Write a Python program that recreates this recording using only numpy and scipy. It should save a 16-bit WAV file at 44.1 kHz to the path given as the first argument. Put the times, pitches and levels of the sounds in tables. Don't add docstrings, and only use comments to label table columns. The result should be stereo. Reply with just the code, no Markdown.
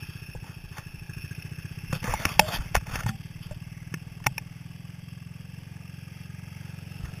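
import sys
import numpy as np
from scipy import signal
from scipy.fft import rfft, irfft
from scipy.io import wavfile
from scipy.ndimage import uniform_filter1d

SR = 44100
rng = np.random.default_rng(int(sys.argv[2]) if len(sys.argv) > 2 else 0)


def inscribe(sig):
    pcm = np.round(np.clip(np.atleast_2d(sig).T, -1, 1) * 32767)
    wavfile.write(sys.argv[1], SR, pcm.astype(np.int16))


def voltage_ratio(level):
    return 10 ** (np.asarray(level, float) / 20)


N = 317520
T = np.arange(N) / SR


def unit(x):
    return x / np.sqrt(np.mean(x ** 2))


def noise():
    return rng.standard_normal(N)


def band_noise(order, band_hz):
    sos = signal.butter(order, band_hz, "bandpass", fs=SR, output="sos")
    return unit(signal.sosfilt(sos, noise()))


def ring(x, hz, width_hz):
    b, a = signal.iirpeak(hz, hz / width_hz, fs=SR)
    return signal.lfilter(b, a, signal.lfilter(b, a, x))


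def decay(t, t60_s):
    return np.exp(-np.log(1000) * t / t60_s)


def walk(rate_hz):
    k = int(SR / rate_hz)
    steps = np.repeat(rng.standard_normal(N // k + 1), k)
    return unit(uniform_filter1d(uniform_filter1d(steps, k), k)[:N])


def add(out, start_s, x):
    i = int(start_s * SR)
    out[i:i + len(x)] += x[:N - i]


def grit(spread_db):
    return noise() * voltage_ratio(spread_db * rng.exponential(size=N))


def whistle(hz, width_hz, steady):
    lowpass = signal.butter(2, width_hz / 2, fs=SR, output="sos")
    slow = unit(signal.sosfilt(lowpass, [noise(), noise()]))
    turn = 2 * np.pi * np.cumsum(hz) / SR
    return unit((steady + slow[0]) * np.sin(turn) + slow[1] * np.cos(turn))


def bump(phase, sharpness, at, times=1):
    return np.exp(sharpness * (np.cos(2 * times * np.pi * (phase - at)) - 1))


def chambers(pulses, band_hz, early_s):
    sos = signal.cheby1(3, 1.5, band_hz, "bandpass", fs=SR, output="sos")
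    h = signal.sosfilt(sos, np.r_[np.hanning(60), np.zeros(SR // 8)])
    top = np.argmax(np.abs(h))
    return unit(signal.fftconvolve(pulses, -h / h[top])[top + int(early_s * SR):][:N])


def exhaust(fire, gulp, rear):
    boom = (1 - rear) * chambers(fire + gulp, (89.8, 179), early_s=0.0001)
    boom = boom + rear * chambers(fire + gulp, (77, 164.8), early_s=0.0001)
    pipe_echo = 0.39 * np.roll(fire, 800)
    bark = rear * voltage_ratio(-17) * chambers(fire + pipe_echo + 0.6 * gulp, (259, 422), early_s=0.0021)
    shell = voltage_ratio(-20.5) * chambers(fire, (200, 295), early_s=-0.0027)
    flutter = voltage_ratio(-17) * band_noise(3, (70, 200))
    return boom + bark + shell + flutter


def valve_gear(phase, uneven_db, rear, port_hz):
    stroke = bump(phase, 8.8, 0.03, times=2) * voltage_ratio(uneven_db)
    puff = bump(phase, 3.5, 0.13)
    tappet = unit(whistle(np.full(N, 1660.), 260, 0.9) * (0.35 + 0.6 * stroke + puff))
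    port = voltage_ratio(-1.0 - 14 * rear) * unit(whistle(port_hz, 180, 1.2) * (0.2 + puff))
    return tappet + port


# pitch_hz, width_hz, side_level_db, added_from_behind_db
RATTLE_MODES = [
    (860, 176, -9, 0),
    (1410, 780, -9.5, 5.8),
    (2115, 480, 0, -7),
    (2440, 220, -6, 0),
    (2957, 110, -10, 3),
    (3254, 260, -4, 1.5),
    (3630, 450, -15.5, 11.5),
]


def loose_parts(phase, rear):
    gate = 1.6 + bump(phase, 1.5, 0.15, times=2)
    rattle = np.zeros(N)
    for hz, width_hz, side_db, rear_db in RATTLE_MODES:
        level = voltage_ratio(side_db + rear_db * rear + 2.4 * walk(9))
        rattle += level * unit(ring(grit(0.89) * gate, hz, width_hz))
    shield_level = voltage_ratio(-4.0 + 9.5 * rear + 1.6 * walk(30))
    shield = shield_level * unit(whistle(2710 - 100 * rear, 236, 0.34) * gate)
    return unit(rattle) + shield


# time_s, level_db at the camera, seen_from_behind (0-1), chassis_shake_db
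DRIVE = [(0, -39.5, .88, 3), (.6, -42.5, .87, -2), (1, -42, .8, 2.5), (1.15, -38, .9, -4),
         (1.4, -38, .8, -1), (1.9, -38, .63, 0), (2.6, -39, .55, -1), (3.3, -40.5, .33, -2),
         (4.2, -42, .2, -.5), (5.2, -42.5, .2, -.5), (6.2, -42.5, .25, .5), (6.8, -41, .25, 1.5),
         (7.2, -41, .18, 1.5)]
# time_s, firings_per_s
ENGINE_SPEED = [(0, 15.648), (.95, 12.78), (1.7, 15.736), (2.35, 17.472), (2.55, 17.486), (3.25, 19.221),
                (3.55, 19.112), (3.7, 19.882), (4.5, 20.473), (5, 21.728), (5.25, 21.459), (5.55, 22.518),
                (6.25, 22.188), (6.5, 22.864), (7.2, 22.721)]
# time_s, whistle_hz, valve_gear_gain_db
PORT_TURN = [
    (5.3, 1150, 0),
    (6.2, 1230, 4),
    (6.8, 1300, 2),
]


def engine():
    phase = -0.444 + np.cumsum(np.interp(T, *np.transpose(ENGINE_SPEED))) / SR
    when, *columns = np.transpose(DRIVE)
    thud_db, rear, shake_db = (np.interp(T, when, c) for c in columns)
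    rear = np.clip(rear, 0, 1)
    port_s, *turning = np.transpose(PORT_TURN)
    port_hz, valve_db = (np.interp(T, port_s, c) for c in turning)
    scatter = rng.standard_normal((int(phase[-1]) + 3, 3))[np.floor(phase).astype(int) + 1].T
    fire = np.diff(np.floor(phase), prepend=-1) * voltage_ratio(0.54 * scatter[0])
    gulp_level = voltage_ratio(-18.5 + 4.2 * rear + 1.3 * scatter[1])
    gulp = np.diff(np.floor(phase + 0.52), prepend=-1) * gulp_level
    out = voltage_ratio(thud_db) * exhaust(fire, gulp, rear)
    out += voltage_ratio(thud_db - 25 + 8 * rear + valve_db) * valve_gear(phase, 1.5 * scatter[2], rear, port_hz)
    out += voltage_ratio(thud_db - 15 - rear + shake_db) * loose_parts(phase, rear)
    return out


# time_s, level_db
HAND_JOLTS = [(.38, -41), (.66, -45), (1, -46), (1.22, -43), (1.95, -33), (2.13, -27), (2.4, -31),
              (2.61, -32), (2.77, -37), (2.95, -33), (3.5, -40), (4.27, -42), (7.06, -38)]


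def sway():
    stops_s, walking_db, still_db, jolt_s = 4.7, -51, -59, 0.05
    motion = voltage_ratio(np.interp(T, (stops_s - 0.3, stops_s), (walking_db, still_db)))
    for s, db in HAND_JOLTS:
        motion += voltage_ratio(db) * np.exp(-((T - s) / jolt_s) ** 2)
    return voltage_ratio(-4.5) * band_noise(2, (18, 65)) * motion


# pitch_hz, level_db (per Hz)
SURF_COLOUR = [(25, -1), (70, -25), (280, -5.5), (340, -8.5), (850, -12.5), (1030, -34), (1300, -23),
               (2700, -26), (3600, -17)]


def surf():
    hz, db = np.transpose(SURF_COLOUR)
    colour = voltage_ratio(np.interp(np.log(np.fft.rfftfreq(N, 1 / SR) + 1), np.log(hz), db))
    swell_db = np.interp(T, (5.6, 7.2), (0, 5))
    return voltage_ratio(-55 + swell_db + 1.2 * walk(3.17)) * unit(irfft(rfft(noise()) * colour, N))


# time_s, level_db, pitch_hz, ring_s (to fade 60 dB)
CASE_THUMPS = [(0.348, -31, 48.4, 0.09), (0.789, -41, 70.4, 0.072), (1.929, -12, 147, 0.051),
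               (2.019, -30, 102, 0.08), (2.078, -17, 123, 0.086), (2.149, -32, 37.7, 0.055),
               (2.253, -17, 87, 0.074), (2.393, -10.5, 175, 0.05), (2.469, -26, 99, 0.08),
               (2.59, -21, 35.0, 0.086), (2.619, -32, 32.3, 0.08), (2.745, -18, 45.8, 0.11),
               (2.769, -16, 61.4, 0.08), (2.818, -37, 153, 0.08), (2.959, -25, 45.8, 0.08),
               (3.043, -26, 94, 0.17), (3.06, -13, 113, 0.08), (3.09, -21.5, 133, 0.067),
               (3.499, -43, 135, 0.08), (3.939, -21.5, 159, 0.068), (4.263, -17, 128, 0.11),
               (4.379, -40, 53.8, 0.08), (7.036, -19, 75, 0.06)]


def thumps():
    out, t = np.zeros(N), T[:SR // 4]
    for s, db, hz, t60_s in CASE_THUMPS:
        swell = (1 - np.exp(-t / 0.0019)) * decay(t, max(t60_s, 0.01))
        add(out, s, -voltage_ratio(db) * swell * np.sin(2 * np.pi * hz * t))
    return out


# time_s, level_db, pitch_hz, ring_s
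PART_PINGS = [(.349, -34, 496, 0.026), (1.094, -41.5, 1640, 0.054), (1.134, -38, 2560, 0.027),
              (1.277, -40.5, 2560, 0.02), (1.31, -38, 1630, .04), (1.349, -39.5, 2510, 0.028),
              (1.398, -39, 2560, 0.03), (1.423, -31.5, 2630, 0.017), (1.929, -32, 530, 0.049),
              (2.08, -31.5, 495, 0.13), (2.253, -24.5, 282, 0.033), (2.393, -21, 200, 0.035),
              (2.394, -9, 640, 0.023), (2.394, -9.5, 2570, 0.021), (2.395, -13, 3220, 0.018),
              (2.394, -10, 3600, 0.011), (2.586, -38, 256, 0.053), (3.09, -30.5, 216, 0.21),
              (3.51, -34.5, 605, 0.032), (3.939, -32, 333, 0.017), (4.202, -44, 1000, 0.016),
              (4.267, -32, 264, .04), (4.267, -18.5, 860, 0.035), (4.38, -18.5, 2480, 0.013)]


def pings():
    out, t = np.zeros(N), T[:SR // 5]
    for s, db, hz, t60_s in PART_PINGS:
        swell = (1 - np.exp(-t / 0.00052)) ** 2 * decay(t, t60_s)
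        add(out, s, voltage_ratio(db) * swell / swell.max() * np.sin(2 * np.pi * hz * t))
    return out


# pitch_hz, relative_ring_time, level_db, part (0 shell, 1 lid, 2 latch)
CASE_MODES = [
    (640, 0.84, -9, 0),
    (860, 1.18, 1, 0),
    (1160, 0.7, 0, 1),
    (1432, 0.62, 1, 1),
    (1777, 0.86, 1, 1),
    (2120, 0.65, 0.5, 1),
    (2570, 0.84, -0.5, 1),
    (3230, 0.48, -0.5, 2),
    (3570, .6, 8.5, 2),
]
# time_s, shell_db, lid_db, lid_centre_hz
CASE_KNOCKS = [(.351, -39.5, -60, 1580), (.781, -36, -34, 1500), (1.927, -33, -25, 1180),
               (2.026, -39, -40, 1350), (2.137, -15, -27.5, 1970), (2.154, -49, -34, 2120),
               (2.252, -27, -12.5, 1900), (2.393, -3, -8.5, 2100), (2.409, -30, -35, 2200),
               (2.56, -32, -41, 1890), (2.584, -38, -36, 1300), (2.745, -31, -24, 2310),
               (2.751, -15, -11, 1450), (2.763, -44, -21, 1610), (2.809, -47, -43, 1180),
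               (2.867, -41, -39, 2230), (2.956, -33, -24, 2370), (2.962, -38, -32, 1390),
               (2.988, -48, -34, 1260), (3.004, -54, -33, 1860), (3.033, -47, -35.5, 1920),
               (3.062, -26, -29, 1370), (3.089, -39, -28, 1770), (3.509, -44, -45, 1163),
               (3.94, -55, -27, 1900), (4.24, -46, -38, 2240), (4.262, -25, -27, 2300),
               (4.266, -26, -10.5, 2100), (4.379, -32.5, -28, 2300), (7.054, -52, -44, 1670)]


def knocks():
    out, t, rise_s = np.zeros(N), T[:SR // 16], 0.0006
    chance = rng.standard_normal((len(CASE_KNOCKS), 300 + len(CASE_MODES)))
    for (s, shell_db, lid_db, lid_hz), row in zip(CASE_KNOCKS, chance):
        ranges = (0.026, 0.018), (0.0011, 0.0006), (-2, 5)
        t60_s, contact_s, snap_db = (np.interp(max(shell_db, lid_db), (-35, -10), r) for r in ranges)
        push = row[:300] * np.exp(-t[:300] / contact_s)
        crack = row[:300] * np.exp(-t[:300] / 0.0012)
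        add(out, s + rise_s, crack / np.abs(crack).max() * voltage_ratio(lid_db))
        snap = np.exp(-((t[:24] - t[12]) / 0.00008) ** 2)
        add(out, s + rise_s, snap * voltage_ratio(lid_db + snap_db))
        detune = 1 + 0.011 * row[300:]
        for (hz, long, db, part), k in zip(CASE_MODES, detune):
            swell = (1 - np.exp(-t / rise_s)) * decay(t, t60_s * long)
            tone = signal.fftconvolve(push, swell * np.sin(2 * np.pi * hz * k * t))
            lid_mode_db = lid_db - 9 * abs(np.log2(hz / lid_hz))
            struck_db = (shell_db, lid_mode_db, lid_db - 17)[int(part)]
            add(out, s, tone / np.abs(tone).max() * voltage_ratio(struck_db + db - 0.5))
    return signal.sosfilt(signal.butter(3, 430, "highpass", fs=SR, output="sos"), out)


# start_s, firmest_s, end_s, level_db, brightness_db
FINGER_STROKES = [(.41, .48, .6, -54, -4), (.7, .765, .86, -48.5, -2), (1.92, 1.935, 2.01, -42, -1),
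                  (2.015, 2.04, 2.07, -42, -4), (2.045, 2.088, 2.18, -29.5, -8),
                  (2.16, 2.22, 2.27, -37, -7), (2.23, 2.3, 2.39, -35.5, 0), (2.4, 2.47, 2.55, -38, 0),
                  (2.5, 2.555, 2.58, -32.5, -2), (2.57, 2.62, 2.72, -46.5, -6),
                  (2.74, 2.762, 2.79, -35, -2), (2.855, 2.93, 3.05, -36.5, -6.5),
                  (3.04, 3.09, 3.12, -41, -7), (3.37, 3.46, 3.57, -58, 6), (7, 7.05, 7.12, -56, -4)]


def rubs():
    level, bright = np.zeros(N), np.zeros(N)
    for start, firm, end, db, bright_db in FINGER_STROKES:
        away = np.interp(T, (start, firm, end), (1, 0, 1))
        press = (away < 1) * voltage_ratio(db - 18 * away ** 2.1)
        level += press
        bright += press * voltage_ratio(bright_db)
    drag = voltage_ratio(2.5 * walk(90))
    slips = grit(5.5) * drag
    modes = []
    for hz, long, *_ in CASE_MODES:
        scrape = unit(grit(2.86) * drag) + 0.9 * unit(slips)
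        modes.append(voltage_ratio(3.6 * walk(25.1)) * unit(ring(scrape, hz, 260 / long)))
    flex = voltage_ratio(-4) * unit(ring(slips, 185, 110)) + voltage_ratio(-12) * unit(ring(slips, 520, 130))
    return level * (unit(sum(modes[:6])) + flex) + bright * unit(sum(modes[6:]))


# start_s, end_s, pitch_hz, level_db
CASE_CREAKS = [
    (2.405, 2.479, 616, -31),
    (3.06, 3.17, 778, -45),
    (3.512, 3.542, 616, -48),
    (3.066, 3.11, 1830, -40),
    (3.088, 3.1, 1370, -29),
    (3.082, 3.102, 3390, -36),
]


def creaks():
    out = np.zeros(N)
    for start, end, hz, db in CASE_CREAKS:
        fade_in = np.clip((T - start) / 0.0023, 0, 1)
        fade_out = np.clip((end - T) / (0.39 * (end - start)), 0, 1)
        turn = 2 * np.pi * np.cumsum(hz * (1 + 0.0102 * walk(50))) / SR
        out += voltage_ratio(db + 3.2 * walk(60)) * fade_in * fade_out * np.sin(turn)
    return out


def scene():
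    mix = engine() + sway() + surf() + thumps() + pings() + knocks() + rubs() + creaks()
    return np.tile(mix, (2, 1))


def top_cut(x):
    return signal.sosfilt(signal.butter(12, 16520, fs=SR, output="sos"), x)


def record(dry):
    x = signal.sosfilt(signal.butter(6, 3500, fs=SR, output="sos"), dry[0])
    slow = 1.362 * np.tanh(signal.resample_poly(x, 80, 441) / 1.241)
    held = signal.resample_poly(np.repeat(slow, 6), 147, 160)[:N]
    gentle_cut = signal.ellip(8, 0.3, 54, 15270, fs=SR, output="sos")
    steep_cut = signal.ellip(10, 0.2, 80, 16400, fs=SR, output="sos")
    mix = signal.sosfilt(np.r_[gentle_cut, steep_cut], held)
    return top_cut(np.tile(mix, (2, 1)))


dry = scene()
out = record(dry)
inscribe(out)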